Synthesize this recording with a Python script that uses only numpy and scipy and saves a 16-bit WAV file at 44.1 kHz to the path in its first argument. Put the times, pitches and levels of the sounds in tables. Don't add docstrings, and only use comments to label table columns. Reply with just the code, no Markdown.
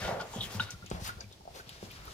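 import sys
import numpy as np
from scipy import signal
from scipy.io import wavfile
from scipy.ndimage import map_coordinates

SR = 44100
rng = np.random.default_rng(int(sys.argv[2]) if len(sys.argv) > 2 else 0)


def gain_from_db(level_db):
    decades = np.asarray(level_db, float) / 20
    return 10 ** decades


def persist_wave(psi):
    counts = np.round(np.clip(psi, -1, 1) * 32767).astype(np.int16)
    wavfile.write(sys.argv[1], SR, np.atleast_2d(counts).T)


N = 94109

# (frequency [Hz], level per Hz [dB])
AIR_SPECTRUM = [(30, -40), (56, 5), (130, -15.5), (750, -20.5), (1250, -26), (5000, -25), (9000, -28.5),
                (16000, -40.5)]
AIR_DB = -53.5
# (time [s], hiss gain [dB])
STIR = [(.2, 12), (.55, 13), (.8, 2), (1.119, 10.5), (1.27, -4), (1.35, -3), (1.41, -7), (1.47, -5.5),
        (1.52, 1.5), (1.56, 0), (1.8, 4.5), (2.1, 5.5)]
# (frequency [Hz], share of the stir [0-1])
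STIR_SHARE = [(800, 0.21), (1100, 0.95), (5000, 0.27), (12000, 0.44)]
# (frequency [Hz], likeness [0-1])
AIR_LIKENESS = [(60, 1), (300, 0.8), (1500, 0.034)]

# (time [s], length [s], level [dB], centre [Hz], width [Hz])
SCUFFS = [(-.04, 0.22, -47, 3700, 8100), (-.03, 0.25, -47.5, 1630, 1170), (-.02, 0.37, -41.5, 617, 586),
          (.19, 0.056, -49.5, 2460, 4460), (.29, 0.16, -54, 6070, 8100), (.3, 0.18, -49.5, 590, 654),
          (.398, 0.11, -48.5, 7000, 9600), (.4, 0.058, -42, 3420, 790), (.44, 0.32, -51, 560, 1040),
          (.485, 0.14, -48, 4800, 10100), (.59, 0.081, -46.5, 3700, 7500), (.705, 0.046, -52.5, 4200, 6960),
          (.89, 0.12, -54.5, 3170, 7560), (.905, 0.16, -49.5, 650, 690), (1.025, 0.1, -45, 4300, 10300),
          (1.04, 0.1, -48, 1110, 2090), (1.195, 0.056, -59, 3730, 5430), (1.53, 0.11, -53, 2850, 9600),
          (1.645, 0.21, -58, 3333, 5550), (1.8, 0.11, -56.5, 4170, 8300), (1.822, 0.11, -59, 440, 600),
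          (1.885, 0.16, -57, 3519, 6900), (2.0, 0.35, -57.5, 4060, 8600),
          (-.03, 0.35, -52, 197.2, 247), (0.019, .1, -50, 3260, 900), (0.199, 0.25, -62.5, 6960, 1500),
           (0.323, 0.16, -53.5, 3230, 557.3), (0.327, 0.065, -52.5, 7100, 1200),
           (0.403, 0.095, -53, 228, 202), (.41, 0.11, -55.5, 1890, 1500), (.425, 0.061, -49.5, 3120, 600),
           (0.601, 0.11, -63, 1450, 260), (0.608, .1, -56, 3800, 400), (0.648, 0.093, -58.5, 2800, 2500),
           (0.704, 0.012, -41.5, 6588, 3845), (0.853, 0.05, -59, 2970, 1200),
           (0.993, 0.063, -53.5, 4770, 9000), (1.058, 0.065, -54, 5040, 11000),
           (1.099, 0.056, -61, 3020, 3980), (1.168, 0.1, -57.5, 534, 568.5),
           (1.305, 0.06, -62.5, 3600, 915), (1.7, 0.17, -72, 660, 317.6), (1.534, 0.095, -54.5, 557, 625),
           (1.569, 0.42, -65, 920, 1674), (1.859, 0.48, -60, 925.9, 1922), (1.898, 0.033, -57, 3200, 2520),
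           (2.07, 0.057, -56, 505, 300)]
SCUFF_SKEW, SCUFF_EDGE = 0.7, 1.6
GRIT_DB, GRIT_PER_S = 2.5, 1800
WIDE_DB, WIDE_HZ = -2.5, 446

# (time [s], level [dB], floor tone [Hz], rise [s], t60 [s])
THUDS = [(.01, -32, 93.3, 0.024, 0.3), (.045, -34, 63, 0.004, 0.18), (0.117, -33.5, 112.6, 0.012, 0.12),
         (0.359, -29, 221, 0.0042, 0.045), (0.377, -29, 109.3, 0.016, 0.14), (.38, -39, 56.6, 0.05, 0.54),
         (0.461, -38, 107.4, 0.024, 0.24), (0.544, -25.5, 98.3, 0.034, 0.24),
         (.6, -30.5, 103.1, 0.017, 0.24), (0.731, -40, 85.5, 0.01, 0.22), (0.82, -45, 88, 0.019, 0.75),
         (0.915, -36.5, 58.3, 0.019, 0.72), (0.938, -37, 84.4, 0.015, 0.59),
         (1.014, -26.5, 89, 0.0093, 0.091), (1.079, -46, 101.6, 0.015, 0.63),
         (1.163, -41, 73.2, 0.013, 0.21), (1.235, -40, 100, 0.029, 0.25), (1.499, -49, 63.2, 0.032, 0.66),
         (1.666, -44.5, 111, 0.0064, 0.14), (1.712, -62.5, 59, 0.016, 0.59),
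         (1.83, -39.5, 229, 0.0023, 0.056), (1.828, -40, 100, 0.011, 0.13),
         (1.871, -45, 109.3, 0.023, 0.23), (1.977, -43, 55.6, 0.039, .5), (2.067, -45, 62, 0.011, 0.32)]
BOARD_RATIO, BOARD_DB, BOARD_SHORTER = 2.086, -6, 0.32

# (time [s], level [dB], tone [Hz], t60 [s])
POPS = [(.026, -34, 730, 0.027), (0.039, -41.5, 1410, 0.27), (.051, -28, 562, 0.027),
        (.077, -38, 1370, 0.018), (0.08, -23, 825, 0.016), (.091, -22.5, 590, 0.022),
        (.1125, -23.5, 683, 0.03), (.126, -28, 710, 0.018), (.142, -36, 580, 0.016),
        (.153, -33, 540, 0.024), (.165, -45, 510, 0.018), (.187, -35, 598, .025), (0.204, -35, 882, 0.028),
        (0.201, -35.5, 1438, 0.067), (0.337, -31, 886, 0.02), (0.407, -25.5, 3730, 0.013),
        (0.4095, -26.5, 3320, 0.021), (.597, -21.5, 2914, 0.013), (.5985, -32.5, 920, 0.029),
        (0.5981, -24, 1446, 0.055), (0.603, -24, 3764, 0.023), (0.611, -33.5, 1483, 0.043),
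        (.661, -54, 1390, .04), (0.687, -46, 1440, 0.12), (0.743, -50.5, 1386, 0.079),
        (.823, -46.5, 1397, 0.079), (1.091, -32, 1435, 0.074), (1.177, -49.5, 1380, 0.08),
        (1.211, -44.5, 1585, .03), (1.2057, -33.5, 4730, 0.021), (1.2082, -37.5, 5880, 0.019),
        (1.208, -31.5, 6650, 0.0079), (1.212, -55.5, 2282, 0.12), (1.241, -48.5, 2400, 0.024),
        (1.408, -44, 845, 0.021), (1.438, -54, 750, 0.016), (1.454, -40.5, 646, 0.026),
        (1.476, -32.5, 705, 0.027), (1.486, -48, 670, 0.031), (1.505, -46, 720, .04),
        (1.554, -42, 494, 0.018), (1.565, -50, 470, 0.012), (1.595, -46, 423, 0.027),
        (1.598, -40.5, 1503, 0.051), (1.91, -48, 2470, 0.056), (2.078, -35, 1270, 0.023)]
POP_RISE_S = 0.0011

# (time [s], level [dB], centre [Hz], width [Hz])
TAPS = [(0.211, -35.5, 6660, 5000), (0.7059, -30.5, 6300, 4000), (0.843, -43.5, 248, 316),
        (0.8624, -37.5, 5700, 5900), (0.901, -33.5, 7300, 3000), (0.9145, -22, 262, 613),
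        (0.9145, -38.5, 2180, 900), (1.036, -75, 9100, 10000), (1.0765, -27.5, 9700, 6840),
        (1.314, -47, 500, 720), (1.401, -54, 292, 300), (1.326, -42.5, 5860, 4960),
        (1.591, -48, 6940, 8000), (1.6924, -37, 3330, 2020), (1.693, -38, 7750, 7950),
        (1.828, -34, 346, 417), (1.914, -42, 13000, 5000), (2.053, -41.5, 11700, 5000)]
SCRAPE, SCRAPE_S, SCRAPE_HZ = 3.8, 0.00074, 2800

# (frequency [Hz], t60 [s])
WALL_T60 = [(80, .4), (600, .32), (3000, .26), (14000, .14)]
# (frequency [Hz], likeness [0-1])
WALL_LIKENESS = [(80, 0.85), (300, 1), (1000, 0.1), (8000, 0.039)]
WALL_RUB_DB, WALL_POP_DB, WALL_THUD_DB = -6.0, -6.0, -9.0
FIRST_S, NEAR, NEAR_S = 0.0012, 4.0, 0.006

# (time [s], left lag, negative leads [samples], left treble excess [dB])
PLACE = [
    (0.7, -2, 6.7),
    (.9, -14.5, 8.2),
    (1.5, -15.5, 6.8),
    (1.7, -12.5, 7.6),
]

# (frequency [Hz], gain [dB])
CAPSULE = [(5000, 1.5), (6800, -2), (8500, -5), (11000, -2), (14500, 1)]
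LOW_CUT_HZ, EDGE_HZ = 20.7, 15950


def evened(x):
    return x / np.sqrt(np.mean(x ** 2) + 1e-20)


def read(points, hz):
    f, value = np.transpose(points)
    return np.interp(np.log(hz + 1), np.log(f + 1), value)


def add(mix, s, sound):
    at = round(s * SR)
    part = mix[max(at, 0):][:len(sound) + min(at, 0)]
    part += sound[max(-at, 0):][:len(part)]


def band(x, hz, width):
    centre = np.sqrt(hz ** 2 + width ** 2 / 4)
    edges = np.clip(centre + np.array([-width, width]) / 2, 20, SR / 2 - 2000)
    sos = signal.butter(1, edges, "band", fs=SR, output="sos")
    return signal.sosfilt(np.vstack([sos, sos]), x)


def pair(frames, likeness, gain):
    a, b, c, d = rng.standard_normal((frames, 257, 4)).T
    same = np.clip(read(likeness, np.fft.rfftfreq(512, 1 / SR)), -1, 1)[:, None]
    left = a + 1j * b
    right = same * left + np.sqrt(1 - same ** 2) * (c + 1j * d)
    return signal.istft(np.array([left, right]) * gain, nperseg=512, noverlap=384)[1]


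def air():
    hz = np.fft.rfftfreq(512, 1 / SR)
    frames = N // 128 + 5
    s, db = np.transpose(STIR)
    stir_db = np.interp(np.arange(frames) * 128 / SR, s, db)
    gain = gain_from_db(read(AIR_SPECTRUM, hz)[:, None] + read(STIR_SHARE, hz)[:, None] * stir_db)
    return gain_from_db(AIR_DB) * evened(pair(frames, AIR_LIKENESS, gain)[:, :N])


def scuff(length, db, hz, width, noise, grit):
    count = round(length * SR)
    n = np.arange(count)
    grains = noise[:count] * gain_from_db(GRIT_DB * grit[(n * GRIT_PER_S / SR).astype(int)])
    stroke = np.sin(np.pi * (n / count) ** SCUFF_SKEW) ** SCUFF_EDGE
    return gain_from_db(db) * stroke * evened(band(grains, hz, width))


def ring(db, hz, rise, t60):
    t = np.arange(0, min(rise + t60, 0.8), 1 / SR)
    swell = np.sin(np.pi / 2 * np.minimum(t / rise, 1)) ** 2
    return swell * gain_from_db(db - 60 * t / t60) * np.sin(2 * np.pi * hz * t)


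def thud(mix, s, db, hz, rise, t60):
    add(mix, s, ring(db, hz, rise, t60))
    add(mix, s, ring(db + BOARD_DB, hz * BOARD_RATIO, rise * BOARD_SHORTER, t60 * BOARD_SHORTER))


def pop(db, hz, t60):
    return ring(db, hz, POP_RISE_S, t60)


def tap(db, hz, width, crumbs):
    t = np.arange(600) / SR
    scrape = crumbs * t / SCRAPE_S * np.exp(-t / SCRAPE_S) * (hz > SCRAPE_HZ)
    x = band(SCRAPE * scrape - signal.unit_impulse(600), hz, width)
    return gain_from_db(db) * x / abs(x).max()


def walls(x):
    frame_t = np.arange(250) * 128 / SR
    t60 = read(WALL_T60, np.fft.rfftfreq(512, 1 / SR))[:, None]
    tail = pair(250, WALL_LIKENESS, gain_from_db(-60 * frame_t / t60))
    t = np.arange(tail.shape[1]) / SR
    tail = tail * np.clip(t / FIRST_S - 1, 0, 1)
    tail = tail * (1 + NEAR * np.exp(-t / NEAR_S))
    return signal.fftconvolve(x[None], tail / np.linalg.norm(tail[0]), axes=1)[:, :N]


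def microphones(x):
    n = np.arange(N)
    s, lag, db = np.transpose(PLACE)
    bass = signal.sosfilt(signal.butter(1, 3000, fs=SR, output="sos"), x)
    treble = x - bass
    tilt = gain_from_db(np.interp(n / SR, s, db) / 2)
    left = map_coordinates(bass + treble * tilt, [n - np.interp(n / SR, s, lag)], order=3)
    return np.array([left, bass + treble / tilt])


def scene():
    floor, clicks, rubs, own_left, own_right = np.zeros((5, N))
    noise = rng.standard_normal((48, 3, SR // 2))
    grit = np.minimum(rng.exponential(1, (48, 4000)), 3)
    for k, (s, *row) in enumerate(SCUFFS):
        for mix, fresh in zip((rubs, own_left, own_right), noise[k]):
            add(mix, s, scuff(*row, fresh, grit[k]))
    for row in THUDS:
        thud(floor, *row)
    for s, *row in POPS:
        add(clicks, s, pop(*row))
    for s, *row in TAPS:
        add(clicks, s, tap(*row, rng.standard_normal(600)))
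    sent = gain_from_db(WALL_RUB_DB) * rubs + gain_from_db(WALL_POP_DB) * clicks + gain_from_db(WALL_THUD_DB) * floor
    wide = np.array([microphones(own_left)[0], microphones(own_right)[1]])
    wide = gain_from_db(WIDE_DB) * signal.sosfilt(signal.butter(1, WIDE_HZ, "high", fs=SR, output="sos"), wide)
    return microphones(rubs + clicks + floor) + wide + walls(sent) + air()


def top_cut(x):
    return signal.sosfilt(signal.butter(12, 15450, fs=SR, output="sos"), x)


def record(dry):
    hz = np.linspace(0, SR / 2, 257)
    capsule = signal.firwin2(127, hz, gain_from_db(read(CAPSULE, hz)), fs=SR)
    edge = signal.firwin(511, EDGE_HZ, window=("kaiser", 9), fs=SR)
    mix = signal.sosfilt(signal.butter(2, LOW_CUT_HZ, "high", fs=SR, output="sos"), dry)
    mix = signal.oaconvolve(mix, capsule[None], "same", axes=1)
    mix = signal.oaconvolve(mix, edge[None], "same", axes=1)
    return top_cut(mix)


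dry = scene()
out = record(dry)
persist_wave(out)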